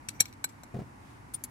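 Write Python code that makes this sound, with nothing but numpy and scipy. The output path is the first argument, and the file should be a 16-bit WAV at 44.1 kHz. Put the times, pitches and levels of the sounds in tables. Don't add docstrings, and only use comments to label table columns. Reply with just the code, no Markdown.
import sys
import numpy as np
from scipy import signal
from scipy.fft import rfft, irfft
from scipy.io import wavfile

SR = 44100
rng = np.random.default_rng(int(sys.argv[2]) if len(sys.argv) > 2 else 0)


def output_pcm(signal):
    pcm = np.clip(np.atleast_2d(signal).T, -1, 1) * 32767
    wavfile.write(sys.argv[1], SR, np.round(pcm).astype(np.int16))


N = 66150
CRACK_PAN_DB = 2.5


def clamp():
    places = ("edge", "inside", "jaw", "back")
    # f/Hz, t60/s, left-right/dB, left lead/rad, then level/dB for each spot
    clamp_modes = [ (1545, .033, 12, -1.5, -23, -26, -12, -24), (1700, .03, 3, -.5, -26, -19, -26, -30),
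                   (2305, .035, -3, 2.5, -9, -7, -4.5, -2), (2635, .03, 9, 1.5, -14.5, -33, -46, -19.5),
                   (4030, .055, 6, 2.3, -18, -11, -12.5, -9), (4180, .07, 0, 2.5, -23, -14, -15, -9),
                   (4250, .026, -3, 3, -13, -11.5, -12, -25.5),
                   (5700, .028, 3, 1.5, -17.5, -9, -39.5, -5.5),
                   (5842, 0.035, 9.5, 1.46, -9.5, -0.5, -14.5, -14),
                   (6000, .045, 10, 3.5, -12, -20.5, -20.5, -31.5),
                   (7210, .024, -6, -1.3, -23, -10.5, -23, -16), (7555, .034, 5, -.9, -16, 3, -5, -19),
                   (7860, .033, 5, -1, -7.5, -3.5, -.5, -35), (8200, .018, 11, -2.5, -7, -18, -15, -30),
                   (9880, .022, 5.5, -2.33, -28, -13, -36, -35), (10040, .025, 5, -2, -10, -22, -30, -35),
                   (10560, .036, -1.5, .5, -18, -4.5, -30, -22),
                   (10670, .036, -4, 2.14, -21.5, -12, -6, -35), (12150, .03, 13, 1.3, -28, -12, -20, -17),
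                   (12540, .045, 4, 3, -30, -12, -22, -19),
                   (13000, .03, -3, -0.5, -28, -23.5, -13.5, -34.5),
                   (13490, 0.03, 14, 5.4, -32, -10, -20.5, -35.5),
                   (13980, 0.033, 3, 1.4, -26.5, -23, -16.5, -40.5)]
    # t/s, spot, ring level/dB, rise/s, ring hold/s, ring t60 factor, crack level/dB, crack t60/s
    soundings = [ (0.0856, "edge", -27.5, 0.0019, 0.0012, .66, -35.5, 0.027),
                 (0.0895, "edge", -32.5, 0.00069, .001, 0.71, -40, 0.03),
                 (0.101, "edge", -51, .00099, 0.0042, 0.88, -53, 0.086),
                 (0.201, "edge", -41, .00088, .001, .52, -31.5, .02),
                 (0.2032, "inside", -16.5, .0024, .0024, 0.77, -24.5, .026),
                 (0.2082, "jaw", -30.5, .0008, .001, 0.94, -27, .025),
                 (.2115, "back", -28.5, 0.0012, 0.003, .7, -40, .02),
                 (0.2179, "inside", -39, .001, .002, 1.2, -45, .07),
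                 (0.2553, "back", -37.5, 0.00044, 0.0015, .65, -41, .014),
                 (0.3268, "back", -49.5, .0004, 0.0016, .72, -53.5, .016),
                 (0.336, "edge", -54.5, .0012, 0.0011, 0.68, -57.5, .02),
                 (.441, "jaw", -25, 0.0013, 0.0045, 0.94, -30, 0.027),
                 (0.487, "inside", -62, 0.0041, 0.0053, 1.5, -57, 0.066),
                 (0.634, "inside", -50, .00084, .0012, 0.95, -53.5, .02)]
    # f/Hz, level/dB
    crack_colour = [(100, 1), (450, -3.5), (900, -11), (1700, -4), (2600, -4), (3300, 0), (4500, 4.5),
                    (5200, -6), (7800, 2), (9300, -2), (13600, -8.5), (14700, -12.5), (16000, -19)]
    rings, cracks = 0, 0
    for start, place, ring_db, rise, hold, length, crack_db, crack_t60 in soundings:
        spot = places.index(place)
        modes = [(hz, t60, pan_db, lead, levels[spot]) for hz, t60, pan_db, lead, *levels in clamp_modes]
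        rings += undb(ring_db) * ring(modes, start, rise, hold, length)
        cracks += undb(crack_db) * burst(start, rise, crack_t60)
    return rings, cracks * noise(crack_colour, correlation=.1) * pan(CRACK_PAN_DB)


def bar():
    # f/Hz, t60/s, left-right/dB, left lead/rad, level/dB
    pin_modes = [(3244, 0.055, -3.5, 2.5, -32), (3520, 0.052, -0.5, 1.65, -24.5),
                 (3960, 0.06, -6, 3, -31.5), (4700, 0.035, -2, .5, -33), (5800, .03, -4, 1, -30),
                 (7030, 0.018, 13, -1.5, -24), (9290, 0.036, 6.5, .83, -4), (10970, 0.031, 2, 1.3, -25),
                 (10970, 0.029, 2, 2, -25)]
    # f/Hz, t60/s, left-right/dB, left lead/rad, level/dB
    fitting_modes = [(2250, .035, 0, 1, -16), (3550, .025, -3, 1, -20), (4550, .022, -7, 0, -13),
                     (5100, .02, 0, 0, -18), (5800, .02, -8, 0, -13), (6680, .02, 12, -.4, -7),
                     (7220, .025, 4, -1.6, -5), (7660, .022, 8, -1, -5), (8900, .022, 3, 1, -7),
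                     (9160, .022, 3, 1.9, -6), (10300, .033, 6, -.1, -1), (10880, .027, 2, -.2, 0),
                     (11230, .022, 3, 0, -7), (12720, .024, 2, -.5, -3), (13080, .022, 0, -.5, -5)]
    # t/s, part, ring level/dB, ring rise/s, hold/s, crack/dB, crack t60/s
    ticks = [(1.3371, "pin", -52, .001, .0012, -43, 0.066),
             (1.3398, "pin", -26, .0038, 0.0064, -46.5, 0.065), (1.349, "pin", -55, .001, .001, -50.5, .05),
             (1.4376, "fitting", -36, .0005, 0.0015, -41, .036),
             (1.4415, "fitting", -39.5, 0.00049, 0.00043, -46, 0.054),
             (1.447, "fitting", -52, .0005, .001, -44, .03)]
    # f/Hz, level/dB
    crack_colour = [(300, -0.5), (1500, -4), (3000, -7), (5500, -4), (7500, -0.5), (11000, 1),
                    (14000, -1.5), (16000, -8.5)]
    parts = {"pin": pin_modes, "fitting": fitting_modes}
    pings, cracks = 0, 0
    for start, part, ring_db, rise, hold, crack_db, crack_t60 in ticks:
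        pings += undb(ring_db) * ring(parts[part], start, rise, hold)
        cracks += undb(crack_db) * burst(start, rise=.00039, t60=crack_t60)
    return pings, cracks * noise(crack_colour, correlation=.12) * pan(CRACK_PAN_DB)


def grip():
    # t/s, level/dB, noise t60/s
    thuds = [(.739, -31.5, .07), (.749, -40, .06), (.762, -37, 0.13), (.786, -34, .09), (.797, -38, 0.079),
             (.815, -40.5, .1)]
    # f/Hz, t60/s, left-right/dB, left lead/rad, level/dB
    thud_modes = [(133.4, 0.16, 0.5, 0, -2.5), (162.6, 0.1, 0, 0, -5.5), (199.3, 0.12, 4, 0, -5),
                  (402, 0.072, 12.5, 0.00086, -10.5), (686, 0.072, 7.5, 0.0017, -11.5)]
    # f/Hz, level/dB
    thud_colour = [(30, -38), (80, -19), (135, 4.5), (200, 7), (280, -7.5), (420, -2.5), (720, -13.5),
                   (1100, -19.5), (3000, -31), (12000, -46)]
    rise_s, noise_db = .0063, -5.5
    boom = sum(undb(db) * ring(thud_modes, start, rise_s) for start, db, _ in thuds)
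    bumps = sum(undb(db) * burst(start, rise_s, t60) for start, db, t60 in thuds)
    return boom + undb(noise_db) * bumps * noise(thud_colour, correlation=.83)


def table():
    # t/s, level/dB, t60/s, centre f/Hz, width/octaves
    jolts = [(0.2027, -38.5, 0.031, 250, 1.4), (.4404, -40, 0.02, 1000, 0.57),
             (0.6307, -49.5, 0.022, 1010, 0.54)]
    out = 0
    for start, db, t60, hz, octaves in jolts:
        band = [(hz * 2 ** (k * octaves), -3 * k * k) for k in np.arange(-5, 6)]
        out += undb(db) * burst(start, rise=.0053, t60=t60) * noise(band, correlation=.89)
    return out * pan(db=11.5)


def drag():
    # peak t/s, width/s, level/dB
    strokes = [(.158, .016, -59), (.198, .003, -48.5)]
    # f/Hz, width/Hz, level/dB
    drag_modes = [(2290, 70, 1), (5900, 110, -4.5), (7560, 110, -13.5), (12150, 60, -8.5),
                  (13550, 70, -14.5)]
    f = np.fft.rfftfreq(N, 1 / SR)
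    body = sum(undb(db) / (1 + 2j * (f - hz) / width) for hz, width, db in drag_modes)
    singing = irfft(rfft(rng.standard_normal((2, N))) * body, N)
    return swells(strokes) * singing / singing.std()


def palm():
    # peak t/s, width/s, level/dB
    slides = [(1.09, 0.065, -66)]
    # f/Hz, level/dB
    hiss_colour = [(800, -19.5), (2500, 7), (6000, -2), (11000, -4.5), (15000, -17)]
    return swells(slides) * noise(hiss_colour, correlation=0)


def room(send):
    # delay/s, level/dB, t60/s
    echoes = [(.044, -26.5, .078), (.070, -30.5, .08)]
    # f/Hz, level/dB
    room_colour = [(300, -0.5), (2000, 1.5), (6000, -1.5), (9000, -4.5), (13000, 1), (16000, -1)]
    tail_db = -24.5
    shapes = [(tail_db, burst(0, rise=.02, t60=.26))]
    shapes += [(db, burst(delay, rise=.0066, t60=t60)) for delay, db, t60 in echoes]
    response = sum(undb(db) * shape / np.linalg.norm(shape) * rng.standard_normal((2, N))
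                   for db, shape in shapes)
    response = irfft(rfft(response) * undb(along(room_colour)), N)[:, :N // 2]
    return signal.fftconvolve(send, response, axes=1)[:, :N]


def rumble():
    # f/Hz, level/dB
    colour = [(20, -24), (55, -3), (75, -5.5), (105, 2.5), (170, -8.5), (270, -2), (420, -16), (620, -15.5),
              (900, -8.5), (1300, -15.5), (2200, -19.5), (3300, -33), (6000, -33.5), (11000, -36.5),
              (15500, -51)]
    # f/Hz, left-right correlation
    correlation = [(60, 0.72), (150, 1), (300, 0.61), (600, -0.28), (1500, -0.28), (5000, 0.18)]
    return undb(-50.5) * noise(colour, along(correlation))


def ring(modes, start, rise, hold=0, length=1):
    chatter_depth, chatter_hz = .26, 220
    out = np.zeros((2, N))
    first = int(start * SR)
    span = slice(first, min(N, first + SR // 5))
    age = np.arange(N)[span] / SR - start
    for hz, t60, pan_db, lead, db in modes:
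        chatter = chatter_depth * rng.standard_normal((2, 64))
        flutter, slip = (np.interp(age * chatter_hz, np.arange(64), row) for row in chatter)
        phase = 2 * np.pi * hz * age + slip + np.array([[lead], [-lead]]) / 2
        level = undb(db) * (1 + flutter) * envelope(age, rise, t60 * length, hold)
        out[:, span] += level * pan(pan_db) * np.sin(phase)
    return out


def noise(colour, correlation):
    c = np.clip(correlation, -1, 1)
    mid, side = rfft(rng.standard_normal((2, N))) * undb(along(colour))
    mid, side = mid * np.sqrt(1 + c), side * np.sqrt(1 - c)
    x = irfft(np.array([mid + side, mid - side]), N)
    return x / x.std()


def envelope(age, rise, t60, hold):
    attack = np.sin(np.pi / 2 * np.clip(age / max(rise, 1e-5), 0, 1)) ** 2
    return attack * np.exp(-np.log(1000) * np.clip((age - rise - hold) / t60, 0, 10))


def burst(start, rise, t60):
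    return envelope(np.arange(N) / SR - start, rise, t60, hold=0)


def swells(strokes):
    t = np.arange(N) / SR
    return sum(undb(db) * np.exp(-((t - peak) / width) ** 2 / 2) for peak, width, db in strokes)


def along(points):
    hz, value = np.array(points, float).T
    return np.interp(np.log(np.fft.rfftfreq(N, 1 / SR) + 1e-3), np.log(hz), value)


def pan(db):
    return undb(np.array([[db], [-db]]) / 2)


def undb(db):
    return 10 ** (np.asarray(db) / 20)


def scene():
    ring_send_db, ping_send_db = -11.5, -22
    room_tone = rumble()
    handling = grip() + palm() + table()
    rings, clamp_cracks = clamp()
    pings, tick_cracks = bar()
    noises = clamp_cracks + tick_cracks + handling + drag()
    send = noises + undb(ring_send_db) * rings + undb(ping_send_db) * pings
    return rings + pings + noises + room(send) + room_tone


def record(dry):
    duck_db_per_unit, attack_s, release_s = 2, .03, .3
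    ceiling, top_hz = .9, 15800
    release = np.exp(-np.arange(N) / SR / release_s)
    held_peak = np.maximum.accumulate(np.abs(dry).max(axis=0) / release) * release
    pole = np.exp(-1 / (attack_s * SR))
    smoothed_peak = signal.lfilter([1 - pole], [1, -pole], held_peak)
    ducked = dry * undb(-duck_db_per_unit * smoothed_peak)
    rounded = ceiling * np.tanh(ducked / ceiling)
    return signal.sosfilt(signal.ellip(8, .2, 80, top_hz, fs=SR, output="sos"), rounded)


dry = scene()
out = record(dry)
output_pcm(out)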